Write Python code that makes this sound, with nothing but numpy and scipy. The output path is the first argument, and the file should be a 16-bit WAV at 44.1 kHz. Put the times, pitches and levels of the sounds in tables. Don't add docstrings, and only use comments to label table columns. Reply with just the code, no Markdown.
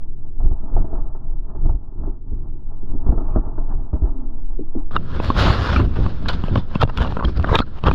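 import sys
import numpy as np
from scipy import signal
from scipy.fft import rfft, irfft, next_fast_len
from scipy.io import wavfile
from scipy.ndimage import uniform_filter1d, minimum_filter1d

SR = 44100
rng = np.random.default_rng(int(sys.argv[2]) if len(sys.argv) > 2 else 0)


def put_to_file(sound):
    columns = np.atleast_2d(sound).T
    safe = np.clip(columns, -1, 1)
    whole_steps = np.round(safe * 32767)
    wavfile.write(sys.argv[1], SR, whole_steps.astype(np.int16))


N = 350154
TIME = np.arange(N) / SR


def amp(db):
    return 10 ** (np.asarray(db) / 20)


def unit(x):
    return x / np.sqrt(np.mean(x ** 2))


def curve(table):
    return np.interp(TIME, *np.transpose(table))


def noise():
    return rng.standard_normal(N)


def walk(rate):
    hold = int(SR / rate)
    steps = np.repeat(rng.standard_normal(N // hold + 1), hold)
    return unit(uniform_filter1d(steps, hold)[:N])


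def grains(rate, spread_db):
    size = amp(spread_db * np.minimum(rng.exponential(size=N), 5))
    present = rng.random(N) < rate / SR
    return unit(present * size * rng.choice([-1, 1], N))


def colour(x, spectrum):
    size = next_fast_len(len(x) + 4096)
    hz, db = np.transpose(spectrum)
    bins = np.maximum(np.fft.rfftfreq(size, 1 / SR), 1)
    gain = unit(amp(np.interp(np.log(bins), np.log(hz), db)))
    cepstrum = irfft(np.log(gain), size)
    cepstrum[1:size // 2] *= 2
    cepstrum[size // 2 + 1:] = 0
    response = np.exp(rfft(cepstrum))
    return irfft(rfft(x, size) * response, size)[:len(x)]


def resonate(x, hz, q):
    b, a = signal.iirpeak(hz, q, fs=SR)
    return signal.lfilter(b, a, x)


def add(track, s, sound):
    start = max(int(s * SR), 0)
    part = sound[:N - start]
    track[start:start + len(part)] += part


def burst(t, rise, fall):
    shape = (1 - np.exp(-t / rise)) * np.exp(-t / fall)
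    return shape / shape.max()


def swell(t, rise, fall):
    return np.exp(np.minimum(t / rise, -t / fall))


def ring(t, modes, centre_hz, focus_db=9, scatter_db=1.5, detune=.06):
    hz, t60, db = np.transpose(modes)[:, :, None]
    weight, shift = rng.standard_normal((2, len(modes), 1))
    sign = rng.choice([-1, 1], (len(modes), 1))
    octaves_away = np.abs(np.log2(hz / centre_hz))
    db = db - focus_db * octaves_away + scatter_db * weight
    tones = np.sin(2 * np.pi * hz * (1 + detune * shift) * t)
    sound = np.sum(sign * amp(db - 60 * t / t60) * tones, axis=0)
    return sound / np.abs(sound).max()


# start_s, flow_db (0 at the height of the slide)
SNOW_FLOW = [(5.02, -33.5), (5.12, -22), (5.16, -15.5), (5.21, -17.5), (5.25, -10.5), (5.29, -11),
             (5.335, -17), (5.395, 0), (5.5, -3.5), (5.57, -9.5), (5.74, -6.5), (5.87, -23), (5.94, -23),
             (6.04, -17), (6.11, -23), (6.22, -27), (6.32, -19.5), (6.53, -22.5), (6.67, -33.5),
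             (6.75, -21), (6.86, -33), (6.95, -24), (7.04, -18.5), (7.1, -20), (7.15, -19.5), (7.21, -31),
             (7.285, -16.5), (7.345, -30.5), (7.41, -26), (7.53, -13.5), (7.64, -33.5), (7.77, -32.5),
             (7.81, -33), (7.85, -30), (7.94, -15)]
# peak_s, rise_s, fall_s, level_db
AIR_GUSTS = [(4.98, 0.05, 0.054, -21), (5.49, .04, .02, -22), (5.796, 0.015, 0.062, -10.5),
             (5.983, 0.015, 0.062, -13.5), (6.28, 0.057, 0.016, -18.5), (6.583, 0.035, 0.013, -8.5),
             (6.838, 0.02, .01, -7.5), (7.008, 0.013, 0.046, -15), (7.251, 0.008, 0.02, -15),
             (7.379, 0.013, 0.04, -14.5), (7.519, 0.021, 0.012, -9.5), (7.6, 0.005, 0.005, -7),
             (7.864, 0.014, 0.065, -11)]
# pitch_hz, level_db (per Hz)
COARSE_TONE = [(120, -11.5), (300, 2.5), (550, 0.5), (740, -2.5), (1000, 1), (1350, 1), (1700, -4.5),
               (2100, -22), (3000, -40.5), (6000, -57)]
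# pitch_hz, level_db (per Hz)
POWDER_TONE = [(1200, 3), (2100, 0.5), (2700, 1.5), (3400, 2.5), (4300, -2), (5300, -7.5), (6000, -17.5),
               (7200, -21.5), (8200, -34), (10000, -29), (11300, -34), (13000, -34), (15500, -65.5)]
# pitch_hz, level_db (per Hz)
BUFFET_TONE = [(12, -21), (30, -2), (55, 1), (95, -2.5), (150, -9.5), (250, -14), (400, -23), (700, -32.5),
               (2000, -80), (8000, -100)]
COARSE_DB, POWDER_DB, BUFFET_DB = -20.5, -27.5, -13
BUFFET_SLOPE = 0.62
CLOUD_DB, CLOUD_FLOW_DB = 8, 0


def spray(even_db=-4, patter_surge_db=2.5, hiss_surge_db=1.5, patter_slope=1.03):
    flow_db = curve(SNOW_FLOW)
    surge = walk(rate=59) / (1 + amp(flow_db - even_db))
    cloud_db = CLOUD_DB / (1 + amp(CLOUD_FLOW_DB - flow_db))
    coarse_db = COARSE_DB + patter_slope * flow_db + patter_surge_db * surge
    powder_db = POWDER_DB + flow_db + hiss_surge_db * surge + cloud_db
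    patter = colour(amp(coarse_db) * grains(rate=2000, spread_db=2.5), COARSE_TONE)
    hiss = colour(amp(powder_db) * grains(rate=13000, spread_db=3.0), POWDER_TONE)
    air = amp(BUFFET_DB + BUFFET_SLOPE * flow_db)
    for s, rise, fall, db in AIR_GUSTS:
        air = np.hypot(air, amp(db) * swell(TIME - s, rise, fall))
    return patter + hiss + colour(noise(), BUFFET_TONE) * air


# start_s, knock_db, crack_db, thump_db, knock_pitch_hz (where it settles),
# knock_fall_s, crack_pitch_hz (the ringing tones near it are favoured), thump_pitch_hz
CLOD_HITS = [(4.91, -27, -46, -30, 1140, 0.0017, 3000, 104),
             (4.964, -5.5, -19, -21, 1232, 0.0018, 3370, 200),
             (5.2, -12, -28.5, -14, 635, 0.00063, 2500, 223),
             (5.302, -5.5, -39, -5, 1070, 0.0035, 2700, 232),
             (5.502, -9.5, -35, -1.5, 1090, 0.004, 3000, 108),
             (5.762, -10, -16, -11, 1276, 0.0024, 2600, 178),
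             (5.8, -12, -25.5, -7.5, 980, 0.0024, 2700, 174),
             (6.063, -15.5, -31, -11, 1220, 0.00086, 2990, 202),
             (6.438, -21.5, -29.5, -10.5, 985, .002, 3000, 151),
             (6.483, -19.5, -35, -25, 489, 0.0017, 3000, 120), (6.557, -7, -19, -8, 900, 0.0014, 3080, 170),
             (6.576, -21, -24.5, -5, 505, 0.0018, 3500, 104.5),
             (6.754, -15, -20, -37, 1000, 0.0019, 2580, 250),
             (6.757, -39, -46, -4.5, 400, 0.0018, 2600, 164),
             (6.827, 2.5, -11, -10, 816, 0.0016, 3040, 338), (6.833, -4, -12, -4.5, 640, 0.0015, 3700, 107),
             (6.85, -26, -42, -12, 500, 0.0013, 3470, 89), (6.876, -25, -35, -26, 690, 0.0013, 3000, 200),
             (6.974, -21, -16.5, -18, 1450, 0.0012, 3630, 105),
             (6.984, -14.5, -27, -19, 1210, 0.00073, 3500, 105),
             (7.004, -19, -38, -20, 468, 0.0029, 3000, 138),
             (7.047, -14.5, -30, -17, 950, 0.0016, 3000, 200),
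             (7.074, -23, -29, -33, 1320, .0015, 3000, 150), (7.123, -17, -33, -27, 850, 0.0015, 3000, 150),
             (7.169, -10.5, -29.5, -13, 706, 0.00061, 3000, 200),
             (7.19, -19.5, -51, -14, 595, 0.0033, 3000, 200),
             (7.208, -16.5, -40, -23, 1000, 0.0014, 2800, 200),
             (7.225, -14, -44, -35, 1110, 0.0016, 3000, 150),
             (7.249, -20, -21, -14, 604, 0.00099, 3100, 128),
             (7.397, -18.5, -36, -16, 695, 0.0016, 3000, 104),
             (7.444, -9, -44, -17, 1290, 0.0015, 3200, 200), (7.473, -21, -36, -21, 604, 0.0027, 3000, 200),
             (7.491, -22, -30, -21, 564, 0.0024, 3000, 202), (7.514, -14, -47, -11, 505, 0.0029, 3000, 110),
             (7.528, -7.5, -35, -14, 596, 0.0012, 3200, 230), (7.547, -7.5, -33, -24, 876, .004, 3600, 350),
             (7.555, -12.5, -5.5, -10, 1140, 0.0014, 3430, 106),
             (7.589, -10, -8, -14, 1210, 0.0018, 3480, 150),
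             (7.603, -9.5, -17, -6, 1230, 0.00085, 3220, 222),
             (7.838, -16, -23, -10, 920, 0.0011, 3270, 105),
             (7.867, -17.5, -16.5, -18, 884, 0.0021, 2970, 101),
             (7.883, -5, -17, -13, 575, 0.00053, 3730, 130), (7.891, -14, -27, -18, 830, 0.0015, 3200, 201),
             (7.913, -7.5, -20.5, -20, 1074, 0.0014, 2770, 170)]
# pitch_hz, fade_s (time to fall 60 dB), level_db (relative)
HOUSING_RING = [(485, 0.013, 3.5), (915, 0.017, -11), (1010, 0.015, -3.5), (1228, 0.022, -7),
                (1420, 0.011, -11.5), (2000, 0.022, -20.5)]
# pitch_hz, fade_s (to fall 60 dB), level_db (relative)
COVER_RING = [(2696, 0.024, 0.5), (3263, 0.015, -3), (3580, 0.014, -5.5), (3980, 0.016, -20.5)]
DULL_LEAD_DB = -21
BRIGHT_LEAD_DB, SNAP_DB = -14.5, -12


def clods(housing_db=-3.0, contact_s=0.00059, lead_s=0.0025, sag=0.093):
    t = TIME[:SR // 8]
    contact = 1 - np.exp(-(t / contact_s) ** 2)
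    lead_in = np.exp((t - t[-1]) / lead_s)
    rings, bright_noise, dull_noise = np.zeros((3, N))
    for s, knock_db, crack_db, thump_db, knock_hz, fall, crack_hz, thump_hz in CLOD_HITS:
        turns = np.cumsum(knock_hz * (1 + sag * np.exp(-t / fall))) / SR
        pocket = np.exp(-t / fall) * np.sin(2 * np.pi * turns)
        knock = contact * (pocket + amp(housing_db) * ring(t, HOUSING_RING, knock_hz))
        cycles = thump_hz * t
        thump = contact * burst(cycles, 0.25, 0.42) * np.sin(2 * np.pi * cycles)
        add(dull_noise, s - t[-1], amp(knock_db + DULL_LEAD_DB) * lead_in)
        add(bright_noise, s - t[-1], amp(crack_db + BRIGHT_LEAD_DB) * lead_in)
        add(rings, s, amp(knock_db) * knock / np.abs(knock).max())
        add(rings, s, amp(crack_db) * contact * ring(t, COVER_RING, crack_hz, focus_db=27.5))
        add(rings, s, amp(thump_db) * thump)
        add(bright_noise, s, amp(crack_db + SNAP_DB) * burst(t, 0.00012, 0.00096))
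    return rings + colour(bright_noise * noise(), POWDER_TONE) + colour(dull_noise * noise(), COARSE_TONE)


# peak_s, rise_s, fall_s, coarse_db, powder_db (both before
# the rings are added), low_ring_hz, high_ring_hz
LUMP_SPLATS = [(4.913, 0.00082, 0.062, -44, -53, 1200, 3300),
               (4.963, 0.011, 0.0039, -22, -40.5, 1350, 3500),
               (5.302, 0.0021, 0.0038, -31, -35, 1020, 2970), (5.767, 0.0018, 0.021, -27, -38, 1095, 2690),
               (5.802, 0.0021, 0.018, -30, -54, 1190, 2700), (5.969, 0.01, 0.006, -30.5, -41, 1100, 2660),
               (6.259, .003, 0.0057, -28, -43, 905, 2750), (6.286, 0.0014, 0.0098, -32, -21, 1520, 4260),
               (6.298, 0.007, .011, -24, -29.5, 1450, 2980), (6.335, 0.0075, 0.016, -35, -36.5, 1510, 3830),
               (6.578, 0.03, 0.02, -34, -40.5, 935, 3520), (6.758, 0.0015, 0.004, -31, -48, 1120, 2900),
               (6.818, .007, 0.0069, -20.5, -25, 1390, 3220),
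               (6.835, 0.0025, 0.0014, -12.5, -25, 1460, 3900),
               (6.897, 0.0042, 0.004, -25.5, -42.5, 1154, 2680),
               (7.023, 0.016, 0.012, -23.5, -31.5, 1400, 3080), (7.059, 0.0092, 0.022, -28, -50, 793, 3100),
               (7.2, 0.0055, 0.0022, -22, -44.5, 1220, 2760),
               (7.246, 0.0061, 0.0037, -21.5, -40, 1250, 2780),
               (7.283, 0.0025, 0.0028, -28, -51, 1050, 3000), (7.375, 0.011, 0.0071, -33, -40, 1410, 4930),
               (7.445, 0.0035, 0.0022, -15, -40, 1250, 3200), (7.495, 0.022, 0.012, -25, -47, 1130, 3500),
               (7.551, 0.012, 0.005, -14, -33, 950, 3600), (7.562, 0.0036, 0.0048, -19.5, -32, 1190, 3400),
               (7.593, 0.011, 0.005, -31, -28.5, 1320, 3800), (7.621, 0.01, 0.0044, -33, -46, 1410, 4200),
               (7.789, 0.026, 0.0041, -41.5, -47.5, 1210, 2830),
               (7.872, 0.012, 0.012, -17, -31.5, 1170, 3170)]


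def splats(low_q=9, high_q=16):
    t = TIME[:SR // 2]
    middle = t.mean()
    coarse_grains = grains(rate=1900, spread_db=1.5)
    fine_grains = grains(rate=6000, spread_db=3.5)
    out = np.zeros(N)
    for s, rise, fall, coarse_db, powder_db, low_hz, high_hz in LUMP_SPLATS:
        pressure = swell(t - middle, rise, fall)
        coarse = colour(pressure * rng.choice(coarse_grains, len(t)), COARSE_TONE)
        powder = colour(pressure * rng.choice(fine_grains, len(t)), POWDER_TONE)
        add(out, s - middle, amp(coarse_db) * (coarse + 0.83 * resonate(coarse, low_hz, low_q)))
        add(out, s - middle, amp(powder_db) * (powder + 1.76 * resonate(powder, high_hz, high_q)))
    return out


PELLET_RATE, PELLET_DB = 65, -31


def pellets(bright_db=-11):
    ticks = grains(rate=PELLET_RATE, spread_db=2.0) * amp(PELLET_DB + curve(SNOW_FLOW))
    return colour(ticks, COARSE_TONE) + amp(bright_db) * colour(ticks, POWDER_TONE)


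def snow_cover(x, depth_db, rate, count):
    size = next_fast_len(N)
    spectrum, hz = rfft(x, size), np.fft.rfftfreq(size, 1 / SR)
    centres = np.geomspace(400, 8000, count)
    out = np.zeros(N)
    for share in np.eye(count):
        band = irfft(spectrum * np.interp(hz, centres, share), size)[:N]
        out += band * amp(depth_db * walk(rate))
    return out


# start_s, level_db (of the hit
ICE_HITS = [(5.117, -26), (5.247, -12), (6.287, -9), (6.291, -9), (6.833, -3), (6.852, -30), (6.975, -8),
            (6.982, -17), (7.17, -29), (7.253, -21), (7.399, -21), (7.428, -19), (7.555, 2), (7.59, -8.5)]
# pitch_hz, level_db (per Hz)
ICE_TONE = [(800, -6.5), (2500, 9.5), (5200, -2.5), (7500, -19.5), (13000, -27), (16000, -26)]


def ice():
    hits = np.zeros(N)
    for s, db in ICE_HITS:
        hits[int(s * SR)] += amp(db)
    return colour(hits, ICE_TONE)


# peak_s, rise_s, fall_s, level_db, pitch_hz (both before wavering)
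SNOW_SQUEAKS = [(4.959, 0.0031, .002, -33, 1160), (6.821, 0.0067, .003, -11.5, 1300),
                (6.821, 0.0065, 0.004, -37, 4850), (7.019, 0.0079, .006, -27, 1485),
                (7.24, 0.0046, .003, -22, 1100), (7.548, 0.0098, 0.006, -29, 3720),
                (7.553, 0.013, 0.01, -26, 1930), (7.585, 0.0074, .006, -37, 3710),
                (7.618, .014, .006, -36.5, 4270), (7.625, .007, .005, -24, 1380)]


def squeaks(waver=0.04, rough_db=1.5, glide=0.06):
    out = np.zeros(N)
    unsteady = np.exp(waver * walk(rate=600))
    rough = amp(rough_db * walk(rate=500))
    for s, rise, fall, db, hz in SNOW_SQUEAKS:
        pitch = hz * unsteady * (1 - glide * np.tanh((TIME - s) / rise))
        chirp = np.sin(2 * np.pi * np.cumsum(pitch) / SR)
        out += amp(db) * swell(TIME - s, rise, fall) * rough * chirp
    return out


# peak_s, half_length_s, effort_db
BODY_SHIFTS = [(0.47, 0.062, -1), (0.788, 0.059, 2.5), (0.974, 0.11, -4.5), (1.334, 0.17, -8.5),
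               (1.674, 0.068, 2.5), (2.04, 0.058, 0), (2.415, 0.13, -5), (2.935, 0.06, -1.5),
               (3.118, 0.061, 3.5), (3.33, 0.077, 2), (3.584, 0.071, -4.5), (3.781, 0.072, -2),
               (4.04, 0.092, -3), (4.83, 0.049, -12)]
# start_s, level_db (before the gain SLIDE_DB)
SKI_SLIDE = [(0.3, -64.5), (0.55, -56), (0.8, -48), (1.08, -49.5), (1.23, -58), (1.6, -52.5), (1.88, -62.5),
             (2.08, -53.5), (2.25, -63.5), (2.78, -60), (3.12, -48), (3.78, -44.5), (3.88, -51),
             (4.18, -50), (4.42, -60), (4.69, -59.5), (4.8, -50), (4.9, -58)]
# pitch_hz, level_db (per Hz)
WIND_TONE = [(10, -24.5), (22, 14), (34, -15), (50, -12), (80, -16.5), (140, -20), (250, -42), (600, -68.5),
             (3000, -110)]
# pitch_hz, level_db (per Hz)
RUB_TONE = [(70, -19), (120, -1.5), (200, 4), (280, 8), (370, 4), (480, -11.5), (800, -32.5), (3000, -83)]
# pitch_hz, level_db (per Hz)
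MUFFLED_TONE = [(250, 5.5), (420, 3.5), (530, -9), (660, 5), (730, -5.5), (830, 3), (1050, -5.5),
                (1350, -9.5), (1500, -21.5), (1750, -23), (2000, -40), (2600, -45.5), (3600, -53.5),
                (8000, -88)]
REST_DB, FIDGET_DB = -11.5, 0.5
WIND_DB, RUB_DB, CRUNCH_DB = -14, -40, -46
SLIDE_DB = 5.5


def slope(wind_power=0.97, rub_power=0.88):
    effort = amp(REST_DB + FIDGET_DB * walk(rate=13.0))
    for s, half_length, db in BODY_SHIFTS:
        shift = amp(db) * np.exp(-.5 * ((TIME - s) / half_length) ** 2)
        effort = np.maximum(effort, shift)
    wind = colour(noise(), WIND_TONE) * amp(WIND_DB) * effort ** wind_power
    rub = colour(grains(rate=1000, spread_db=2.5), RUB_TONE) * amp(RUB_DB) * effort ** rub_power
    moving_snow = np.hypot(amp(curve(SKI_SLIDE) + SLIDE_DB), amp(CRUNCH_DB) * effort ** 2)
    uneven = amp(2.9 * walk(rate=23))
    snow = colour(grains(rate=1300, spread_db=-0.5), MUFFLED_TONE) * moving_snow * uneven
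    return wind + rub + snow


# start_s, mount_ring_db, thud_db, body_drone_db
MOUNT_JOLTS = [(0.403, -33, -21, -35), (0.446, -38, -11, -39.5), (0.511, -37.5, -16.5, -31),
               (0.631, -46.5, -25, -31), (0.765, -23, -19, -37), (0.843, -35, -25, -30),
               (0.929, -32.5, -22, -31), (1.149, -32, -40.5, -42.5), (1.549, -35.5, -25.5, -37.5),
               (1.652, -33, -15.5, -27.5), (1.691, -27, -13, -37), (1.743, -44, -13.5, -40.5),
               (2.033, -34.5, -38, -36), (2.074, -41, -24.5, -26), (2.318, -47.5, -19, -31.5),
               (2.83, -49.5, -32, -33), (2.936, -44, -25, -26.5), (3.063, -28, -13.5, -24),
               (3.087, -30.5, -5.5, -22.5), (3.122, -24.5, -25, -25), (3.177, -25, -41, -30.5),
               (3.206, -29, -24.5, -27.5), (3.359, -18, -9, -16.5), (3.461, -32.5, -22.5, -33),
               (3.578, -26, -46, -38), (3.93, -28.5, -10, -24), (3.956, -32, -19.5, -34),
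               (4.019, -36.5, -9.5, -28), (4.034, -46.5, -12, -28), (4.592, -52.5, -41, -22.5),
               (4.751, -37, -33, -22)]
# pitch_hz, fade_s (to fall 60 dB), level_db
MOUNT_RING = [(390, 0.078, -1), (650, 0.065, 2), (835, 0.01, -2)]
SHAKE_DB, CRUMBLE_DB = -3, -10.5
TICK_DB = -5.5


def knocks(thud_hz=40, body_hz=285, ring_hz=600):
    t = TIME[:SR // 4]
    contact = 1 - np.exp(-(t / 0.00067) ** 2)
    rocking, shaking, crunch = np.zeros((3, N))
    for s, ring_db, thud_db, body_db in MOUNT_JOLTS:
        thud_pitch, body_pitch = np.exp(0.12 * rng.standard_normal(2))
        turns = np.cumsum(thud_hz * thud_pitch * (1 + 1.08 * np.exp(-t / 0.012))) / SR
        thud = burst(t, 0.0042, 0.029) * np.sin(2 * np.pi * turns)
        drone = burst(t, 0.0015, 0.0045) * np.sin(2 * np.pi * body_hz * body_pitch * t)
        add(rocking, s, amp(thud_db) * thud)
        add(rocking, s, amp(body_db) * drone)
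        add(rocking, s, amp(ring_db) * contact * ring(t, MOUNT_RING, ring_hz))
        add(shaking, s, amp(body_db + SHAKE_DB) * burst(t, 0.0072, .014))
        add(crunch, s, amp(ring_db + CRUMBLE_DB) * burst(t, 0.0056, 0.016))
        add(crunch, s, amp(ring_db + TICK_DB) * burst(t, 0.0004, 0.0058))
    rattle = colour(shaking * noise(), RUB_TONE)
    crushed_snow = colour(crunch * grains(rate=4200, spread_db=0.5), MUFFLED_TONE)
    return rocking + rattle + crushed_snow


# peak_s, rise_s, fall_s, level_db, pitch_hz (before wavering),
# sharpness_q (of each of two filter passes, no unit)
SKI_SCRAPES = [(0.777, 0.02, 0.023, -33, 465, 3), (3.129, 0.047, 0.08, -40, 426, 3.3),
               (3.335, 0.05, 0.017, -69.5, 2520, 8), (3.358, 0.032, 0.014, -41.5, 1113, 5.1),
               (4.188, 0.068, 0.17, -35, 270, 4.1), (4.611, 0.019, 0.021, -32, 332, 7.3),
               (4.777, 0.0066, 0.045, -32.5, 306, 4)]


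def scrapes(waver=0.04):
    out = np.zeros(N)
    friction = grains(rate=1300, spread_db=2.0)
    warped = np.cumsum(np.exp(waver * walk(rate=14))) / SR
    for s, rise, fall, db, hz, q in SKI_SCRAPES:
        drone = unit(resonate(resonate(friction, hz, q), hz, q))
        out += amp(db) * swell(TIME - s, rise, fall) * np.interp(warped, TIME, drone)
    return out


# start_s, level_db (before it wanders)
AIR_SWAY = [(0.0, -16.5), (0.93, -15.5), (1.3, -17.5), (2.2, -28), (2.95, -11.5), (3.5, -24.5),
            (4.2, -15.5), (4.88, -10.5), (5.65, -29), (5.95, -15), (7.4, -19), (7.94, -20.5)]


def heave(heave_hz=9.6, uneven_db=1.0):
    phase = np.cumsum(heave_hz * np.exp(.3 * walk(rate=14))) / SR
    return amp(curve(AIR_SWAY) + uneven_db * walk(rate=18.0)) * np.sin(2 * np.pi * phase)


# pitch_hz, level_db (per Hz)
HISS_TONE = [(100, 5.5), (1500, 4.5), (3000, 2.5), (6000, -6.5), (15000, -22)]


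def microphone_hiss():
    return amp(-86.5) * colour(noise(), HISS_TONE)


OPEN_S = 4.909


def scene():
    opened = np.clip((TIME - OPEN_S) / 0.002, 0, 1)
    muffled = slope() + knocks() + scrapes()
    pelting = snow_cover(spray() + pellets() + splats(), depth_db=2, rate=24, count=26)
    strikes = squeaks() + clods() + ice()
    mix = (1 - opened) * muffled + opened * pelting + strikes + heave() + microphone_hiss()
    return mix[None]


TOP_HZ = 15700


def record(dry):
    gain = np.minimum(1, .93 / (np.abs(dry) + 1e-9))
    gain = uniform_filter1d(minimum_filter1d(gain, size=441), size=441)
    top_cut = signal.ellip(8, .2, 70, TOP_HZ, fs=SR, output="sos")
    return signal.sosfilt(top_cut, dry * gain)


dry = scene()
out = record(dry)
put_to_file(out)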